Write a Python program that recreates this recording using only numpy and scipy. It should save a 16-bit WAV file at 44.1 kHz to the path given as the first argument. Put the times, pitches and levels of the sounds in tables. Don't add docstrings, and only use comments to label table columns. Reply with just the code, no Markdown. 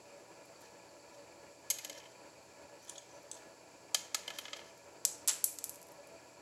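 import sys
import numpy as np
from scipy import signal
from scipy.fft import rfft, irfft, next_fast_len
from scipy.io import wavfile
from scipy.ndimage import uniform_filter1d

SR = 44100
rng = np.random.default_rng(int(sys.argv[2]) if len(sys.argv) > 2 else 0)


def transcribe(signal):
    frames = np.atleast_2d(signal).T
    limited = np.clip(frames, -1, 1)
    pcm = np.round(limited * 32767).astype(np.int16)
    wavfile.write(sys.argv[1], SR, pcm)


N = 282857


def from_db(db):
    return 10 ** (np.asarray(db) / 20)


def rms_one(x):
    return x / np.sqrt(np.mean(x ** 2) + 1e-20)


def bins(size):
    return np.maximum(np.arange(size // 2 + 1) * SR / size, 1)


def at_hz(points, hz):
    points_hz, *columns = np.transpose(points)
    return np.squeeze([np.interp(np.log(hz), np.log(points_hz), column) for column in columns])


def response_db(colour, modes, hz):
    peaks = sum((from_db(db) ** 2 - 1) / (1 + 2 * ((hz - centre) / width) ** 2) ** 2
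                for centre, width, db in modes)
    return at_hz(colour, hz) + 10 * np.log10(np.maximum(1 + peaks, 1e-3))


def coloured(force, colour, modes):
    size = 2 * next_fast_len(N // 2 + 1)
    gain = from_db(response_db(colour, modes, bins(size)))
    return rms_one(irfft(rfft(force, size) * gain)[:N])


def noise_band(hz, width_hz):
    band = signal.butter(2, [hz - width_hz / 2, hz + width_hz / 2], "band", fs=SR, output="sos")
    return rms_one(signal.sosfilt(band, rng.standard_normal(N)))


def drift(rate_hz):
    return rms_one(irfft(rfft(rng.standard_normal(N)) / (1 + (bins(N) / rate_hz) ** 2), N))


def swells(rows):
    t = np.arange(N) / SR
    return sum(from_db(db) * np.exp(-((t - peak_s) / half_s) ** 2) for peak_s, db, half_s in rows)


def grains(spread_db, size):
    return rng.standard_normal(size) * from_db(spread_db * np.clip(rng.standard_normal(size), -2, 2))


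def add(out, start_s, sound):
    at = max(round(start_s * SR), 0)
    out[at:at + len(sound)] += sound[:max(N - at, 0)]


def minimum_phase(x, gain_db):
    cepstrum = irfft(np.log(from_db(gain_db)))
    cepstrum[1:len(x) // 2] *= 2
    cepstrum[len(x) // 2 + 1:] = 0
    return irfft(rfft(x) * np.exp(rfft(cepstrum)))


def click(force, colour, modes, body_db, edge_db, body_hz=4300, edge_hz=8700):
    hz = bins(len(force))
    force_db = 10 * np.log10(uniform_filter1d(np.abs(rfft(force)) ** 2, size=60) + 1e-9)
    shelves_db = body_db / (1 + (hz / body_hz) ** 6) + edge_db / (1 + (edge_hz / hz) ** 16)
    sound = minimum_phase(force, response_db(colour, modes, hz) + shelves_db - force_db)
    return sound * np.sqrt(.01 * SR / np.sum(sound ** 2))


# frequency in Hz, seconds to fall 60 dB, level in dB.
ROOM_DECAY = [(300, 0.32, -9), (1500, 0.81, 3.5), (3520, 0.43, 4.5), (5140, 0.48, 1.5), (7550, 0.38, 4.5),
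              (12000, 0.29, 5), (15000, 0.39, 5)]


def room_tail(build_s=0.00046, size=16384):
    t, hz = np.arange(size) / SR, bins(size)
    reflections = rfft(grains(spread_db=5, size=size))
    tail = np.zeros(size)
    edges_hz = np.geomspace(150, 18000, 15)
    for low, high in zip(edges_hz, edges_hz[1:]):
        t60, db = at_hz(ROOM_DECAY, np.sqrt(low * high))
        band = irfft(reflections * ((hz >= low) & (hz < high)), size)
        tail += band * from_db(db - 60 * t / t60)
    tail *= 1 - np.exp(-t / build_s)
    return tail / np.sqrt(np.sum(tail ** 2))


# delay in seconds, level in dB.
NEAR_ECHOES = [(.0049, -11.5)]


def in_room(force, tail_db, colour, modes, body_db=0, edge_db=0, tail_ring_share=.6):
    direct = click(force, colour, modes, body_db, edge_db)
    flatter = [(hz, width_hz, db * tail_ring_share) for hz, width_hz, db in modes]
    diffuse = click(signal.unit_impulse(len(force)), colour, flatter, body_db, edge_db)
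    out = from_db(tail_db) * signal.fftconvolve(diffuse, room_tail())
    for delay_s, db in [(0.00019, 0)] + NEAR_ECHOES:
        add(out, delay_s, from_db(db) * direct)
    return out


# frequency in Hz, relative level in dB.
FAN_COLOUR = [(25, -22), (60, -15), (130, -5), (220, -5), (300, -2), (560, 0), (900, -1.5), (1150, -7),
              (2000, -10), (2700, -10), (3400, -19.5), (8000, -34)]
# frequency in Hz, width in Hz, height in dB.
HOUSING_MODES = [(84, 10, 12), (175, 20, 7), (260, 14, 4), (297, 22, 9), (336, 12, 10), (365, 8, 6),
                 (411, 14, 9), (467, 12, 9), (495, 14, 9), (525, 20, 5), (564, 10, 12), (579, 10, 14),
                 (622, 14, 7), (660, 11, 14), (747, 12, 4), (786, 8, 6), (850, 12, 5), (867, 8, 9),
                 (918, 20, 7), (972, 28, 10), (1092, 18, 6), (1355, 50, 6), (1447, 20, 5), (1699, 22, 12)]


def fan(level_db=-58, flutter_db=1.3):
    gain = from_db(level_db + flutter_db * drift(rate_hz=10))
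    return gain * coloured(rng.standard_normal(N), FAN_COLOUR, HOUSING_MODES)


def mains_hum(hz=120.2, level_db=-78):
    t = np.arange(N) / SR
    return from_db(level_db) * rms_one(np.sin(2 * np.pi * hz * t))


# frequency in Hz, relative level in dB.
HISS_COLOUR = [(1000, -24), (3600, -6.5), (4500, 1), (5200, 0), (6200, -1), (7600, 5), (8050, -3.5),
               (8600, -12), (10300, -6), (11600, -11), (13000, -18.5), (16000, -24)]


def hiss(level_db=-65.5):
    return from_db(level_db) * coloured(rng.standard_normal(N), HISS_COLOUR, [])


# centre in Hz, width in Hz, level in dB.
FLUTTER_BANDS = [(2403, 230, -71.5), (4506, 380, -74.5)]


def fluttering_bands(flutter_db=3, flutter_hz=25):
    out = np.zeros(N)
    for hz, width_hz, db in FLUTTER_BANDS:
        fluttering = noise_band(hz, width_hz) * from_db(flutter_db * drift(flutter_hz))
        out += from_db(db) * rms_one(fluttering)
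    return out


# start in seconds, level in dB, ring in Hz.
NAIL_PICKS = [(.4535, -68, 10000), (.458, -73, 11000), (.608, -67, 13300), (.617, -65, 11300),
              (2.829, -70, 11800), (2.848, -65, 11500), (3.2305, -72, 12000), (4.776, -69, 12000),
              (4.932, -74, 13000), (5.745, -59, 13500), (5.886, -65, 14000), (6.072, -63.5, 10200)]
# frequency in Hz, relative level in dB.
NAIL_COLOUR = [(1000, -35), (6000, -3), (9500, -2), (12000, -1), (15000, -14), (16000, -13)]


def nail_picks(fade_s=0.0016, ring_width_hz=900, ring_db=5, tail_db=-7, size=2048):
    out, t = np.zeros(N), np.arange(size) / SR
    for start_s, db, ring_hz in NAIL_PICKS:
        force = grains(spread_db=4, size=size) * np.exp(-t / fade_s)
        modes = [(ring_hz, ring_width_hz, ring_db)]
        add(out, start_s, from_db(db) * in_room(force, tail_db, NAIL_COLOUR, modes))
    return out


# peak time in seconds, level in dB, half length in seconds.
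RUB_STROKES = [(0.648, -64.5, 0.043), (1.154, -67, .065), (1.91, -58.5, 0.17), (2.915, -64, 0.098),
               (3.168, -69.5, 0.15), (3.387, -62.5, 0.049), (4.408, -58, 0.29)]
# frequency in Hz, relative level in dB.
RASP_COLOUR = [(200, -25), (700, -6), (2400, -11.5), (4500, -3.5), (6500, -2), (7800, -9), (8700, -20),
               (11500, -12.5), (13500, -31), (16000, -28)]
# frequency in Hz, width in Hz, height in dB.
RASP_MODES = [(1750, 100, 16), (3100, 73, 9.4), (5700, 160, 2)]


def rubs(roughness_db=3.5):
    friction = grains(spread_db=2.5, size=N) * from_db(roughness_db * drift(rate_hz=55))
    return swells(RUB_STROKES) * coloured(friction, RASP_COLOUR, RASP_MODES)


# peak time in seconds, level in dB, half length in seconds.
DRONE_SWELLS = [(0.87, -73, .05), (1.187, -60.5, 0.076), (1.9, -53.5, 0.025), (1.984, -58, 0.063),
                (2.326, -64, 0.067), (6.025, -55, 0.055)]


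def fan_drone():
    return swells(DRONE_SWELLS) * noise_band(hz=570, width_hz=36)


def bending_waves(force, lag_s):
    hz = bins(len(force))
    delay_s = lag_s * (np.sqrt(1000 / np.maximum(hz, 300)) - np.sqrt(1000 / hz[-1]))
    phase = 2 * np.pi * np.cumsum(delay_s) * SR / len(force)
    return irfft(rfft(force) * np.exp(-1j * phase))


def struck_spot(modes, spread_db=1.2):
    shifts_db = spread_db * np.clip(rng.standard_normal(len(modes)), -1.5, 1.5)
    return [(hz, width_hz, db + shift) for (hz, width_hz, db), shift in zip(modes, shifts_db)]


# start in seconds, level in dB, edge in dB
# (high on a corner, low on a flat side), height of the table's clack in dB, bit (0 sliver, 1 chunk).
LANDINGS = [(1.7009, -29.5, 10.5, 4.1, 0), (1.7035, -32, 1, 5.1, 0), (1.7078, -32.5, 5, 6.3, 0),
            (1.7849, -43.5, 8, 4, 0), (1.8464, -40.5, 8, 6, 0), (1.896, -43.5, 4, 5.2, 0),
            (1.93, -65, -9, 12, 0), (1.955, -57, 3, 8.7, 0), (1.969, -61, -9, 10, 0), (2.0, -57, -9, 13, 0),
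            (2.014, -62, -6, 10, 0), (2.037, -61, -9, 11, 0), (2.054, -57.5, -7, 8.3, 0),
            (3.9448, -26, 1.5, 12, 1), (4.1446, -30, 2.5, 1.8, 1), (4.2775, -39, 2.5, 17, 1),
            (4.302, -43, 1, 9.9, 1), (4.3853, -39, 12, 12, 1), (4.4525, -45, -8, 15, 1),
            (4.4805, -48, -8, 7.1, 1), (4.5304, -39.5, -13, 13, 1), (4.561, -53, -9, 3, 1),
            (4.5903, -51.5, 1, 11, 1), (4.613, -56, -11, 6, 1)]
# frequency in Hz, relative level in dB.
LANDING_COLOUR = [(40, -47), (150, -20), (600, -4), (1450, -4), (2600, 1), (5600, -3), (6700, 0),
                  (7900, -5.5), (8500, -13.5), (9900, -12), (11100, -17), (12100, -18.5), (12900, -31),
                  (16000, -39)]
# frequency in Hz, width in Hz, height in dB.
TABLETOP_MODES = [(570, 50, 9), (660, 45, 5), (780, 50, 6), (950, 70, 5), (1705, 48, 12), (2105, 110, 8),
                  (2520, 90, 3), (4130, 130, 7), (4870, 130, 8), (5740, 120, 3), (6760, 110, 4),
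                  (7610, 130, 4)]
TABLETOP_HOLLOWS = [(1090, 140, -6), (1520, 280, -14), (1900, 150, -9), (2700, 260, -9), (4700, 160, -4),
                    (5330, 260, -3)]
SLIVER_RINGS = [(3090, 57, 13), (6540, 280, 11), (7800, 690, 7), (11560, 420, 14.5), (13600, 1150, 10)]
CHUNK_RINGS = [(1290, 170, 7.6), (3470, 280, 2.8), (3820, 110, 2.4), (4380, 350, 3.8), (5530, 130, 3.2),
               (6300, 130, 2.1), (9700, 400, 2.2), (11900, 440, 10.6), (14600, 1000, 2)]


def bounces(contact_s=.0017, rattle_db=-21, rattle_s=0.0085, clack_width_hz=180, size=4096):
    out, t = np.zeros(N), np.arange(size) / SR
    age = t / contact_s
    chatter = (age + 0.32) * np.exp(-age)
    rattle = from_db(rattle_db) * np.exp(-t / rattle_s)
    for start_s, db, edge_db, clack_db, is_chunk in LANDINGS:
        if is_chunk:
            bit_modes, neutral_db, bass_db = CHUNK_RINGS, -36.5, 0
        else:
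            bit_modes, neutral_db, bass_db = SLIVER_RINGS, -41.5, -3.5
        colour = [(hz, level_db + bass_db * (hz < 1600)) for hz, level_db in LANDING_COLOUR]
        body_db = neutral_db - db
        contacts = grains(spread_db=2.0, size=size) * (chatter + rattle)
        force = bending_waves(contacts, lag_s=0.002224)
        modes = struck_spot(TABLETOP_MODES + bit_modes) + TABLETOP_HOLLOWS
        clack_hz = 3110 + rng.uniform(-98, 70)
        modes.append((clack_hz, clack_width_hz, clack_db))
        landing = in_room(force, tail_db=-10, colour=colour, modes=modes,
                          body_db=body_db, edge_db=edge_db)
        add(out, start_s, from_db(db) * landing)
    return out


# peak time in seconds, level in dB, half length in seconds.
SQUEAK_SLIPS = [(2.844, -62.5, 0.017), (3.115, -58, .004), (3.16, -65, 0.028)]


def squeaks():
    return swells(SQUEAK_SLIPS) * noise_band(hz=6060, width_hz=410)


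def crack(fade_s, colour, modes, body_db, edge_db, tail_db, first_break=2.2, size=4096):
    t = np.arange(size) / SR
    force = rms_one(grains(spread_db=3.0, size=size)) * np.exp(-t / fade_s)
    force[0] = first_break
    return in_room(force, tail_db, colour, modes, body_db, edge_db)


# start in seconds, level in dB, fade time in seconds,
# edge in dB, lower ring in Hz, upper ring in Hz.
STRUT_CREAKS = [(2.88, -56, .01, 0, 3280, 6100), (2.892, -56, .0023, 8, 7040, 10300),
                (2.896, -44.5, .0008, 9, 6000, 7100), (2.8978, -54, 0.0037, 0, 3150, 9400),
                (2.956, -54, 0.0076, -11, 3280, 3900), (2.98, -47.5, .0025, -6, 3280, 6620),
                (3.3141, -42.5, 0.0018, 3, 6230, 8040), (3.33, -58, .001, 4, 6300, 7900),
                (3.343, -57, .001, 7, 6150, 7600), (3.351, -58, .001, 4, 6300, 7700)]
# frequency in Hz, relative level in dB.
STRAIN_COLOUR = [(200, -35), (2000, -25), (3400, -4), (4900, -9), (6600, -1.5), (7900, 0), (8800, -10),
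                 (9700, -5), (11500, -19), (13000, -26), (16000, -36)]


def creaks(ring_width_hz=330, ring_db=13):
    out = np.zeros(N)
    for start_s, db, fade_s, edge_db, *rings_hz in STRUT_CREAKS:
        modes = [(hz, ring_width_hz, ring_db) for hz in rings_hz]
        creak = crack(fade_s, STRAIN_COLOUR, modes, body_db=0, edge_db=edge_db, tail_db=-8)
        add(out, start_s, from_db(db) * creak)
    return out


# start in seconds, level in dB,
# fade time in seconds, body in dB (high when the whole print bends), edge in dB (high for a thin
# strut), the strut's own ring in Hz, its height in dB.
STRUT_SNAPS = [(5.051, -25, 0.0016, -9.5, -4.5, 12300, 14), (5.2757, -31, 0.0024, -3, 5.5, 11900, 6),
               (5.2818, -28.5, 0.003, -3.5, 6.5, 12200, 9), (5.2848, -30, 0.0091, 1.5, -5, 5240, 1),
               (5.2934, -30.5, 0.0038, 1, -3, 7600, 4), (5.2964, -37.5, 0.015, 11.5, -10, 7450, 3),
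               (5.312, -43, .001, -9, -8, 7300, 5), (5.3274, -47, 0.001, -8, -11, 7600, 12),
               (5.331, -42, 0.0071, -2, -11, 7640, 12)]
# frequency in Hz, relative level in dB.
PLASTIC_COLOUR = [(150, -63), (600, -19), (2200, -18), (3700, -12.5), (4600, -11), (6000, -7.5),
                  (7900, -3.5), (8500, -14.5), (9400, -8.5), (10500, -9), (11300, -12.5), (12300, -18),
                  (13400, -36), (14700, -29), (16000, -57)]
# frequency in Hz, width in Hz, height in dB.
PLASTIC_MODES = [(5950, 400, 2), (7575, 250, 4), (8080, 220, 4), (9500, 400, 2)]


def snaps(ring_width_hz=510):
    out = np.zeros(N)
    for start_s, db, fade_s, body_db, edge_db, ring_hz, ring_db in STRUT_SNAPS:
        modes = PLASTIC_MODES + [(ring_hz, ring_width_hz, ring_db)]
        snap = crack(fade_s, PLASTIC_COLOUR, modes, body_db, edge_db, tail_db=-8)
        add(out, start_s, from_db(db) * snap)
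    return out


# start in seconds, level in dB, fade time in seconds, body in dB, edge in dB.
CHIP_TICKS = [(5.4416, -27, 0.00024, -11.5, 6), (5.4442, -30.5, 0.00068, -13, 5),
              (5.5866, -43, 0.0012, -5, -6.5), (5.641, -36.5, 0.0013, -9.5, 3),
              (5.6945, -42, 0.00082, -8, 5.5), (5.7578, -55.5, 0.00055, -5, 3),
              (5.816, -58.5, 0.00054, -11, 2), (5.8278, -57.5, .0005, -7, 3), (5.8692, -64, .0005, -7, 7),
              (5.9188, -63, .001, -12, 14)]


def chip(ring_hz=11900, ring_width_hz=510, ring_db=14.5):
    out = np.zeros(N)
    modes = PLASTIC_MODES + [(ring_hz, ring_width_hz, ring_db)]
    for start_s, db, fade_s, body_db, edge_db in CHIP_TICKS:
        tick = crack(fade_s, PLASTIC_COLOUR, modes, body_db, edge_db, tail_db=-7)
        add(out, start_s, from_db(db) * tick)
    return out


def scene():
    background = fan() + mains_hum() + hiss() + fluttering_bands() + fan_drone()
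    handwork = nail_picks() + rubs() + bounces() + squeaks() + creaks() + snaps() + chip()
    return (background + handwork)[None]


def record(dry):
    return signal.sosfilt(signal.ellip(10, .1, 70, 16000, fs=SR, output="sos"), dry)


dry = scene()
out = record(dry)
transcribe(out)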